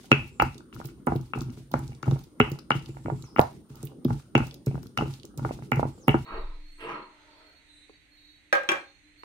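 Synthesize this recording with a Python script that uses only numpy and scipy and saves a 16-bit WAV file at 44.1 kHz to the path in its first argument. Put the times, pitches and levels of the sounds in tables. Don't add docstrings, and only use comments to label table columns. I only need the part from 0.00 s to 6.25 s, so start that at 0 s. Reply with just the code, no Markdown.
import sys
import numpy as np
from scipy import signal
from scipy.fft import rfft, irfft, next_fast_len
from scipy.io import wavfile
from scipy.ndimage import uniform_filter1d

SR = 44100
rng = np.random.default_rng(int(sys.argv[2]) if len(sys.argv) > 2 else 0)


def field_ratio(decibels):
    return 10 ** (np.asarray(decibels, dtype=float) / 20)


def log_audio(samples):
    frames = np.atleast_2d(samples).T
    limited = np.clip(frames, -1, 1)
    pcm = np.round(limited * 32767).astype(np.int16)
    wavfile.write(sys.argv[1], SR, pcm)


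N = 275625


def evened(x):
    return x / np.sqrt(np.mean(x ** 2) + 1e-20)


def read(points, hz):
    f, value = np.transpose(points)
    return np.interp(np.log(hz + 1), np.log(f + 1), value)


def band(x, lo_hz, hi_hz, order=2):
    sos = signal.butter(order, [lo_hz, min(hi_hz, SR / 2.1)], "band", fs=SR, output="sos")
    return signal.sosfilt(sos, x)


def tilt(modes):
    return np.linspace(-1, 1, num=modes)[:, None]


# [f/Hz, level/dB per Hz]
AIR = [(15, -42.5), (25, 2), (128, -17), (178, -5), (331, -3.5), (698, -26.5), (1380, -26), (1730, -34.5),
       (3500, -54), (4550, -69), (7700, -120)]
# [f/Hz, level/dB per Hz]
HISS = [(1760, -30), (3000, 0), (8200, -5), (8870, -5), (14900, -8), (16200, -12), (16500, -39)]
# [f/Hz, likeness/1]
AIR_SAME = [(60, 0.75), (300, 0.83), (700, 0.72), (1400, 0.034), (16000, .01)]
AIR_DB, HISS_DB = -52.0, -75.5


def air(spectrum, level_db, patchy_db):
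    frames, hz = N // 256 + 5, np.fft.rfftfreq(1024, 1 / SR)
    a, b, c, d, patches = rng.standard_normal((frames, 513, 5)).T
    patches = evened(uniform_filter1d(uniform_filter1d(patches, 12, 0), 14, 1))
    same = np.clip(read(AIR_SAME, hz), -1, 1)[:, None]
    left = a + 1j * b
    right = same * left + np.sqrt(1 - same ** 2) * (c + 1j * d)
    z = np.array([left, right]) * field_ratio(read(spectrum, hz)[:, None] + patchy_db * patches)
    wash = signal.istft(z, nperseg=1024, noverlap=768)[1][:, :N]
    return field_ratio(level_db) * evened(wash)


def whistle(hz, width_hz):
    r = np.exp(-np.pi * width_hz / SR)
    fuzz = signal.lfilter([1], [1, -2 * r, r * r], rng.standard_normal((2, 2, N)))
    carrier = np.exp(2j * np.pi * np.cumsum(hz * np.ones(N)) / SR)
    return evened(((fuzz[0] + 1j * fuzz[1]) * carrier).real)


CRICKET_HZ, CRICKET_DB, CRICKET_PER_S = 9120, -73.0, 38.3


def cricket():
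    t = np.arange(N) / SR
    dip = np.clip(((CRICKET_PER_S * t) % 1 - .72) / 0.53, 0, 1)
    hz = CRICKET_HZ - 550. * dip
    line = np.sin(2 * np.pi * np.cumsum(hz) / SR) + 0.3 * whistle(hz - 120, 400)
    return field_ratio(CRICKET_DB - 10.5 * dip) * line


# [f/Hz, left level/dB, right level/dB, t60/s]
TOP_MODES = [(59.5, -29.5, -27.5, 0.31), (137.95, 0, 1.5, 0.14), (170.7, -8, -24.5, 0.17),
             (245.4, 0.5, 1.5, 0.058), (332.9, 4, 1, 0.063), (416.4, -2, -5.5, 0.11),
             (502, -9.5, -9.5, 0.039)]
BOWL_MODES = [(688, 4.5, 5, 0.004), (752, -14.5, -17, 0.041), (756, -2.5, 1.5, 0.025),
              (895, 9.5, 9.5, 0.0079), (989, 15, -9.5, 0.0034), (1369, 14.5, -26.5, 0.0081),
              (1436, 6, -8, 0.01)]
PESTLE_MODES = [(1720, 9.9, 1.3, 0.004), (2103, 3.5, 19.2, 0.0083), (2270, 12, 4, 0.022),
                (2643, 22.6, 22, 0.016), (2897, 23.5, 22.7, 0.011), (2940, 12, 7.9, 0.0077),
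                (3350, 8, 18, 0.0074)]
HARD_S = .0003


def rings(modes, contact_s, step):
    t = np.arange(9000) / SR
    hz, left_db, right_db, t60 = np.transpose(modes)[:, :, None]
    sign = step ** np.maximum(np.arange(len(modes)), 1)[:, None]
    ring = sign * field_ratio(-60 * t / t60) * np.sin(2 * np.pi * hz * t)
    u = np.clip(np.arange(400) / SR / contact_s, 0, 1)
    push = np.sin(np.pi * u)[None] ** 2
    ring = signal.fftconvolve(ring, push, axes=1)[:, :len(t)]
    pair = np.array([field_ratio(left_db) * ring, field_ratio(right_db) * ring])
    return pair / abs(pair.sum(1).mean(0)).max()


def strike(forces, modes, contact_s):
    step = 1. if modes[0][0] < SR / 100 else -1.
    pair, length = rings(modes, contact_s, step), forces.shape[1]
    size = next_fast_len(length + pair.shape[2])
    return irfft((rfft(forces, size) * rfft(pair, size)).sum(1), size)[:, :length]


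def land(s, db, spot_db):
    forces = np.zeros((len(db), N))
    spot = spot_db * rng.standard_normal(db.shape[::-1]).T
    forces[:, np.round(s * SR).astype(int)] = field_ratio(db + spot)
    return forces


# [t/s, length/s, pressure/dB, grit share/dB, wet paste/dB]
STROKES = [(0, 0.15, -54, -16.5, -58.5), (0.108, .17, -27, -3.5, -55), (0.403, 0.11, -17, -13.5, -58.5),
           (0.725, 0.17, -38, -16.5, -57), (1.081, 0.22, -29, -6.5, -60.5), (1.348, 0.28, -26, -14, -59),
           (1.718, 0.23, -28.5, -7, -57), (2.054, 0.18, -24.5, -8, -55), (2.418, 0.13, -27, -1.5, -59.5),
           (2.7, 0.36, -35, -7.5, -56.5), (3.036, 0.23, -30.5, -19, -60.5), (3.374, 0.14, -34, -3.5, -54.5),
           (3.693, 0.19, -39, -12.5, -62), (4.076, 0.12, -20.5, -19.5, -56.5), (4.36, 0.15, -21, -8, -56),
           (4.662, 0.18, -27, -20, -58.5), (4.969, 0.18, -29.5, -2.5, -53.5),
           (5.375, 0.26, -26.5, -14, -56), (5.733, 0.21, -23, -14, -56), (6.07, 0.22, -23.5, -10, -54.5)]
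EASE_DB, EASE_SHAPE, LIFT_DB_PER_S = -44, 2.23, 143.5
SMOOTH_DB_PER_S, DRAIN_DB_PER_S, PEEL_DB_PER_S = 60, 22.5, 156


def strokes():
    t = np.arange(N) / SR
    current = np.searchsorted([row[0] for row in STROKES[1:]], t)
    s, length, press_db, grit_db, wet_db = np.array(STROKES)[current].T
    since = np.maximum(t - s, 0)
    lifted = np.maximum(since - length, 0)
    ease = np.minimum(since / length, 1) ** EASE_SHAPE
    pressure_db = press_db + (EASE_DB - press_db) * ease - LIFT_DB_PER_S * lifted
    grit_db = grit_db - SMOOTH_DB_PER_S * since
    wet_db = wet_db - DRAIN_DB_PER_S * since - PEEL_DB_PER_S * lifted
    return uniform_filter1d([pressure_db, grit_db, wet_db], size=400, axis=1)


def grit(per_s, spread_db, count):
    size = field_ratio(spread_db * np.minimum(rng.exponential(1, N), 3.6)) * rng.choice([-1, 1], N)
    hits = size * (rng.random(N) < per_s / SR)
    return hits * rng.uniform(0.22, 0.29, (count, N))


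def drag():
    pressure_db, grit_db, wet_db = strokes()
    stone = np.zeros((2, N))
    # modes, impacts/s, spread/dB, contact/s, level/dB
    layers = [(TOP_MODES, 160, 2.4, .004, pressure_db - 3.5),
              (BOWL_MODES, 450, 4.2, .0007, pressure_db + grit_db - 10.0),
              (PESTLE_MODES, 500, 4.6, HARD_S, pressure_db + grit_db - 24.5)]
    for modes, per_s, spread_db, contact_s, db in layers:
        hits = grit(per_s, spread_db, count=7)
        unit = np.std(strike(hits[:, :SR], modes, contact_s))
        stone += strike(hits * field_ratio(db), modes, contact_s) / unit
    puff = field_ratio(-60 * np.arange(400) / SR / 0.018)[None]
    puffs = signal.oaconvolve(abs(grit(660, 7.4, count=2)), puff, axes=1)[:, :N]
    spatter = evened(puffs * rng.standard_normal((2, N)))
    surge = evened(uniform_filter1d(uniform_filter1d(rng.standard_normal(N), 700), 700))
    fizz = (spatter + 2.0 * rng.standard_normal((2, N))) * field_ratio(3.2 * surge)
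    return stone, field_ratio(wet_db - 1.0) * evened(band(fizz, 1800, 7000, order=1))


# [t/s, level/dB, lean to the higher modes/dB]
CHIPS = [(0.043, -46, 2), (0.077, -52, -5), (0.127, -39, 0), (0.433, -36.5, -3), (0.605, -45.5, 2.5),
         (0.763, -46, 11), (0.814, -35, 2), (0.919, -59.5, -10), (1.032, -63.5, 3.5), (1.081, -12, 4),
         (1.102, -37, 4.5), (1.11, -25.5, -5), (1.35, -28.5, -2), (1.375, -28, -1), (1.42, -45, -1),
         (1.573, -47.5, -1), (1.714, -48, 8), (1.752, -32, -3), (2.412, -26, 5), (2.557, -45, -3.5),
         (2.719, -28, -10), (2.811, -42, -1), (2.946, -45, 4), (3.393, -10, -12), (3.787, -51.5, -1),
         (3.83, -41, -2), (3.896, -55, -2), (3.918, -44.5, -6), (4.015, -61.5, 1), (4.083, -44, -2.5),
         (4.198, -43, 4), (4.379, -14, 0), (4.435, -29, 2), (4.524, -48.5, 3), (4.754, -32.5, -3),
         (4.832, -47, 11), (4.859, -48, 6), (5.19, -53.5, -1), (5.247, -40, -0.5), (5.301, -60, 0),
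         (5.34, -47, 3), (5.38, -46, 8), (5.589, -40.5, -12.5), (5.769, -31, 1), (5.924, -48, 6.5),
         (5.979, -42.5, 3), (6.023, -57, -12), (6.046, -51, -7.5), (6.097, -12, -6), (6.152, -22, 4)]
# [t/s, level/dB, lean to the higher modes/dB]
JOLTS = [(0.114, -5.5, 8), (0.341, -53, -3), (0.397, -30, 7), (0.42, -14, -9.5), (0.639, -39.5, -2.5),
         (0.733, -34.5, -7), (0.774, -33.5, -1), (0.855, -40, 3.5), (0.916, -34.5, 4.5), (0.989, -52.5, 2),
         (1.07, -11, -7.5), (1.082, -21, -12), (1.12, -13, -7), (1.155, -19.5, -7), (1.358, -15, -3),
         (1.574, -42.5, 0.5), (1.612, -40, -2.5), (1.711, -41, -1), (1.741, -26.5, 7), (2.031, -28.5, -1),
         (2.16, -30, 2.5), (2.19, -47, -8), (2.315, -45, 2), (2.401, -5.5, 1), (2.517, -38, 14),
         (2.553, -38, 2), (2.704, -25.5, 7), (3.003, -57, 0), (3.054, -29, 8), (3.099, -26, -8),
         (3.239, -34, 12), (3.362, -23.5, -5), (3.385, -18.5, 3.5), (3.44, -27, -6), (3.526, -48.5, 3),
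         (3.613, -47.5, 1), (4.05, -5.5, -5), (4.102, -19.5, 4.5), (4.353, -4.5, -0.5), (4.376, -15, 2.5),
         (4.669, -28.5, -4), (4.979, -22.5, -4.5), (5.006, -15, -9.5), (5.024, -17, 4), (5.059, -20, 2),
         (5.137, -43, -2), (5.247, -30, 9), (5.383, -47.5, -5), (5.448, -24, -1), (5.716, -29, 8.5),
         (5.828, -20, 3), (5.851, -20, 2), (6.045, -43.5, -1), (6.079, -7, 10), (6.144, -20, -5)]


def chips():
    s, db, lean_db = np.transpose(CHIPS)
    bowl = strike(land(s, db - 5.0 + tilt(7) * lean_db, spot_db=5.5), BOWL_MODES, 0.0007)
    s, db, lean_db = np.transpose(JOLTS)
    top = strike(land(s, db - 6.5 + tilt(4) * lean_db, spot_db=1.5), TOP_MODES[-4:], 0.0019)
    return band(bowl + top, 99, 2200, order=3)


# [t/s, level/dB, centre f/Hz]
POPS = [(0.1147, -23, 3960), (0.3972, -36.5, 3870), (0.544, -43, 4960), (0.5797, -40.5, 4680),
        (1.067, -37, 7300), (1.4065, -34.5, 4650), (1.502, -45.5, 4410), (1.737, -34, 4470),
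        (1.8776, -41.5, 5500), (1.948, -48, 5100), (2.0273, -36.5, 5000), (2.1102, -36.5, 4450),
        (2.3999, -34.5, 5730), (2.588, -35, 4100), (2.7037, -32.5, 4420), (2.793, -43.5, 4080),
        (2.8586, -38.5, 3840), (3.2228, -40.5, 5000), (3.401, -35, 10000), (3.828, -36, 6800),
        (3.851, -42.5, 13300), (4.351, -31, 4630), (4.378, -33, 5160), (4.51, -38.5, 3870),
        (4.974, -27, 4940), (5.137, -36.5, 4320), (5.197, -45, 3680), (5.231, -37, 4050),
        (5.2509, -39.5, 5870), (6.08, -32.5, 9100)]
# [t/s, level/dB, centre f/Hz]
TEARS = [(0.4212, -30.5, 5300), (0.745, -46, 5300), (0.842, -48, 4200), (0.856, -39.5, 5570),
         (1.1593, -41.5, 3770), (1.716, -40.5, 4730), (1.7904, -44.5, 7000), (2.19, -47, 4820),
         (2.238, -49.5, 4760), (2.5163, -37, 5340), (3.3836, -56, 5100), (3.755, -47, 5300),
         (4.0466, -38.5, 4200), (4.4682, -42.5, 5700), (4.542, -41, 5000), (4.6615, -37, 5700),
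         (4.8288, -46, 5460), (4.868, -45.5, 4980), (5.375, -39, 5700), (5.7164, -37, 5330),
         (5.7576, -44, 6260), (1.387, -47, 6500), (1.418, -41, 5400), (1.433, -49, 5170),
         (3.413, -29.5, 4900), (1.211, -50.5, 5240), (1.239, -61, 4300), (3.87, -43, 3350),
         (3.529, -54.5, 4220)]
POP_EDGE_DB, TEAR_EDGE_DB = -26, 24


def smacks():
    out, t = np.zeros((2, N + 3000)), np.arange(3000) / SR
    rows = [(*row, POP_EDGE_DB) for row in POPS] + [(*row, TEAR_EDGE_DB) for row in TEARS]
    chance = zip(rng.standard_normal((len(rows), 2, 3000)), rng.exponential(1, (len(rows), 100)))
    for (s, db, hz, bright_db), (noise, bubbles) in zip(rows, chance):
        crackle = field_ratio(3.5 * np.repeat(bubbles, 30))
        burst = noise * crackle * np.minimum(t / 0.0015, 1) * field_ratio(-60 * t / 0.012)
        edge = field_ratio(bright_db - 38.0) * band(burst, 6300, 14000)
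        burst = band(burst, max(0.7 * hz, 2800), 1.35 * hz) + edge
        out[:, round(s * SR):][:, :3000] += field_ratio(db + 3.5) * burst / abs(burst).max()
    return out[:, :N]


# [t/s, level/dB, centre f/Hz]
TICKS = [(0.115, -37, 11800), (0.1316, -44.5, 10800), (0.2783, -39, 11800), (0.398, -36, 10000),
         (0.4195, -29, 10530), (0.7532, -40, 14700), (0.8444, -52, 10900), (0.855, -30, 11700),
         (0.872, -31, 12200), (1.065, -32.5, 10500), (1.153, -36.5, 12000), (1.1648, -31, 12500),
         (1.3793, -44, 13700), (1.5219, -47, 14500), (1.715, -36, 13800), (1.736, -48, 13700),
         (1.8502, -51, 11400), (2.0283, -50, 12370), (2.191, -43, 11300), (2.237, -45.5, 12650),
         (2.3984, -27, 12000), (2.5002, -34.5, 10200), (2.5167, -45, 13500), (2.589, -36.5, 11500),
         (2.7038, -48.5, 9900), (2.9714, -64, 9800), (3.2061, -55, 10450), (3.224, -48.5, 12500),
         (3.3413, -59, 11400), (3.3603, -40, 12100), (3.4017, -40, 11000), (3.617, -59, 12970),
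         (3.6448, -64.5, 12200), (3.69, -55, 13800), (3.7115, -57, 14400), (3.7469, -55, 13800),
         (3.7569, -40, 12700), (3.7734, -47, 14900), (3.8287, -36.5, 11560), (3.8454, -40, 12800),
         (3.8525, -23.5, 15000), (3.8566, -32, 13100), (4.0462, -40.5, 11300), (4.3515, -39, 14500),
         (4.377, -43, 9990), (4.4697, -45, 14000), (4.5423, -33.5, 11640), (4.66, -37, 14650),
         (4.8389, -44, 10700), (4.9736, -46, 10700), (5.2535, -38.5, 14800), (5.3732, -46, 12500),
         (5.718, -36, 11700), (5.758, -38, 11000), (6.0807, -23.5, 10000)]


def ticks():
    out, t = np.zeros((2, N + 600)), np.arange(600) / SR
    for (s, db, hz), noise in zip(TICKS, rng.standard_normal((len(TICKS), 600))):
        burst = band(noise * field_ratio(-60 * t / 0.0016), 0.5 * hz, 1.5 * hz)
        out[:, round(s * SR):][:, :600] += field_ratio(db - 9.0) * burst / abs(burst).max()
    return out[:, :N]


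# [t/s, blow level/dB, pestle share/dB, lean to the left/dB, table thump/dB]
KNOCKS = [(0.116, -11, -5, 12, -3.5), (0.399, -8.5, -11, 2.5, -29), (0.4208, -5.5, -45, 0, -14),
          (0.727, -52.5, -0.5, 13.5, -62), (1.07, -17, -35, -6, -20), (1.074, -14, -35, 0.5, -15.5),
          (1.335, -26, -14.5, 11, -30), (1.74, -12.5, -46.5, -2, -9), (2.03, -28.5, -25, 5, -26),
          (2.401, -5.5, -19, 7, -0.5), (2.706, -10.5, -19, 2, -14.5), (3.059, -26.5, -33.5, -4, -17.5),
          (3.362, -23.5, -17, 8.5, -26), (3.384, -14.5, -27.5, 0, -17.5), (4.052, -31.5, -43.5, 2, -5),
          (4.352, -12.5, -10.5, -2.5, -2.5), (4.404, -22, -28, 7.5, -27), (4.668, -35.5, -23, 5, -5),
          (4.974, -26.5, -6.5, 15.5, -26), (5.021, -21, -47, -5, -12), (5.449, -16.5, -48, -2.5, -11.5),
          (5.719, -10.5, -17, 5.5, -13), (6.081, -6, -16, 3, -1.5), (6.143, -13.5, -56, -2.5, -7.5)]
# [t/s, blow level/dB, lean to the left/dB]
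CRUNCHES = [(0.801, -31, -1.5), (0.847, -39, 4), (0.887, -55.5, 19.5), (1.12, -15, -1), (1.159, -39.5, -16),
            (1.415, -41.5, 13), (1.497, -53, 14.5), (1.919, -46.5, -9.5), (2.079, -25.5, -7.5),
            (2.112, -26.5, -2), (2.159, -36.5, -12.5), (2.587, -45, 5), (2.894, -55, -2), (2.969, -38, 1.5),
            (3.083, -40, -19.5), (3.1, -21.5, 5), (3.24, -42.5, 6.5), (4.105, -22, 2), (4.712, -57, -19.5),
            (4.745, -39, 0), (4.778, -37.5, -12), (4.989, -16, 3), (5.009, -19.5, 5), (5.394, -29, 0),
            (5.491, -29, 2), (5.509, -39, -16.5), (5.623, -39.5, 2.5), (5.795, -21, -8.5), (5.829, -15, -2),
            (5.853, -34.5, -14.5)]
LUMP_S = 0.00095
LUMP_DB, LUMP_SLOPE = -72, -1.19
REBOUND_S, REBOUND_DB = 0.011, -6


def blows():
    crunches = [(s, db, LUMP_DB + LUMP_SLOPE * db, lean_db) for s, db, lean_db in CRUNCHES]
    s, db, pestle_db, lean_db = np.transpose([row[:-1] for row in KNOCKS] + crunches)
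    lean = tilt(7) * lean_db
    pushes_db, count = db + 1.46 * lean - .1, len(KNOCKS)
    bowl = strike(land(s[:count], pushes_db[:, :count], spot_db=2), BOWL_MODES, 0.00043)
    bowl = bowl + strike(land(s[count:], pushes_db[:, count:], spot_db=3), BOWL_MODES, LUMP_S)
    dull = 1 + 0.63 * tilt(7)
    hard_db = db + dull * pestle_db + 11.0
    upper = np.arange(7)[:, None] > 1
    first = land(s, hard_db, spot_db=4.0)
    skip = upper * land(s + REBOUND_S, hard_db + REBOUND_DB, spot_db=7.5)
    return bowl + strike(first + skip, PESTLE_MODES, HARD_S)


# [t/s, thump level/dB]
ROCKS = [(0.554, -33), (0.772, -36), (0.849, -24.5), (0.897, -51), (1.122, -12), (1.154, -5.5),
         (1.199, -19), (1.394, -22), (1.575, -27.5), (1.892, -31), (2.077, -3.5), (2.121, -8.5),
         (2.268, -43), (2.516, -10), (2.751, -11), (2.891, -18), (3.12, -8), (3.236, -32), (3.438, -43),
         (3.702, -35), (3.833, -18), (4.102, -18.5), (4.42, -33), (4.743, -9), (5.074, -17), (5.241, -30.5),
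         (5.375, -19), (5.621, -22.5), (5.772, -10), (5.833, -11)]
KNOCK_UPPER_DB, BY_BLOW, BY_THUMP = -6, 0.23, 0.92
ROCK_UPPER_DB, BY_ROCK = -25.5, 0.54


def thumps():
    s, blow_db, _, _, db = np.transpose(KNOCKS)
    rock_s, rock_db = np.transpose(ROCKS)
    knock_upper_db = KNOCK_UPPER_DB + BY_BLOW * blow_db + BY_THUMP * db
    upper_db = np.r_[knock_upper_db, ROCK_UPPER_DB + BY_ROCK * rock_db]
    upper = (np.arange(7) > 2)[:, None]
    shares_db = np.where(upper, upper_db + 7.5, np.r_[db, rock_db])
    pushes = land(np.r_[s + .0012, rock_s + .0005], shares_db, spot_db=4.0)
    return band(strike(pushes, TOP_MODES, 0.002), 120, 4300)


# [bend t/s, lead/s, tail/s, level/dB]
BIRDCALLS = [
    (0.349, 0.05, 0.05, -67),
    (3.182, 0.28, 0.19, -63.5),
    (5.96, 0.029, 0.104, -65.5),
]
# [t from bend/s, f/Hz, level/dB]
SLIDE = [
    (-.3, 7100, -5),
    (-.15, 7600, -8),
    (0, 7540, -3),
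    (.04, 7250, -1),
    (0.064, 6300, 4.5),
    (0.088, 5280, 2.5),
    (.18, 5230, -5),
]
BIRD_FADE_DB_PER_S, BIRD_WIDTH_HZ = 397, 750


def bird():
    t = np.arange(N) / SR
    calls = np.array(BIRDCALLS)
    nearest = abs(t[:, None] - calls[:, 0]).argmin(1)
    bend, lead, after, db = calls[nearest].T
    s, hz, swell_db = np.transpose(SLIDE)
    outside = np.maximum(np.maximum(bend - lead - t, t - bend - after), 0)
    voice = whistle(np.interp(t - bend, s, hz), BIRD_WIDTH_HZ)
    return field_ratio(db + np.interp(t - bend, s, swell_db) - BIRD_FADE_DB_PER_S * outside) * voice


# [f/Hz, t60/s]
ROOM = [(600, 0.23), (1300, 0.2), (2200, 0.3), (2720, 0.29), (3150, 0.3), (6000, 0.25), (12000, 0.12)]
# [t/s, left level/dB, right level/dB]
ECHOES = [(.0045, -29, -13)]


def tail():
    taps = np.zeros((2, SR // 2))
    at = np.arange(200, SR // 2 - 20, 20) + rng.integers(0, 20, (2, (SR // 2 - 201) // 20))
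    np.put_along_axis(taps, at, rng.choice([-1., 1.], at.shape), 1)
    hz, t, z = signal.stft(taps, SR, nperseg=256)
    out = signal.istft(z * field_ratio(-60 * t / read(ROOM, hz)[:, None]), SR, nperseg=256)[1]
    out *= field_ratio(-10.0) / np.linalg.norm(out[0])
    for s, left_db, right_db in ECHOES:
        out[:, round(s * SR)] += field_ratio([left_db, right_db])
    return out


def room(x):
    turn = 2 * np.pi * 1.3 * np.arange(N) / SR
    sent = band(x, 620, 16000, order=4)
    shares = (np.sin(turn), np.cos(turn))
    return sum(signal.fftconvolve(sent * share, tail(), axes=1)[:, :N] for share in shares)


# [f/Hz, left minus right/dB]
PORTS = [(3500, -5.5), (6000, 3.5), (9000, -13), (15000, -35)]


def hand_shaded(bursts, fizz):
    shade_db = read(PORTS, np.fft.rfftfreq(N, 1 / SR)) * np.array([[.5], [-.5]])
    return irfft(rfft(bursts) * field_ratio(shade_db) + rfft(fizz) * field_ratio(0.15 * shade_db), N)


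# [f/Hz, left minus right/dB, left lag/rad]
PORT_SPLIT = [(60, 0.5, .12), (150, 0, 0), (290, 0, -.35), (550, -4, .2), (800, -6, -.2), (1350, 4, .8),
              (1900, 4, .5), (2600, 2, -.6)]
# [from f/Hz, to f/Hz, share taken out/1]
STILL = [(73.5, 92.4, 1), (182.8, 216, 0.51)]


def port_split(x):
    x = x - sum(share * band(x, lo, hi, order=1) for lo, hi, share in STILL)
    hz, half = np.fft.rfftfreq(N, 1 / SR), np.array([[.5], [-.5]])
    level_db = half * read([(f, db) for f, db, _ in PORT_SPLIT], hz)
    lag_rad = half * read([(f, rad) for f, _, rad in PORT_SPLIT], hz)
    return irfft(rfft(x) * field_ratio(level_db) * np.exp(-1j * lag_rad), N)


LEFT_LAG = 12


def scene():
    stone, fizz = drag()
    stone = band(stone + blows() + thumps(), 20, 3300, order=3)
    paste = hand_shaded(smacks() + ticks(), fizz)
    near = port_split(stone + chips()) + paste
    near = np.array([np.roll(near[0], LEFT_LAG), near[1]])
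    near = near + room(near)
    garden = cricket() + bird()
    return near + garden + air(AIR, AIR_DB, patchy_db=5.0) + air(HISS, HISS_DB, patchy_db=0)


def top_cut(x):
    return signal.sosfilt(signal.butter(12, 16990, fs=SR, output="sos"), x)


def record(dry):
    edge = signal.firwin(255, 15950, window=("kaiser", 5), fs=SR)
    heard = signal.oaconvolve(band(dry, 53, 20000, order=4), edge[None], "same", axes=1)
    return top_cut(np.clip(heard, -.99, .99))


dry = scene()
out = record(dry)
log_audio(out)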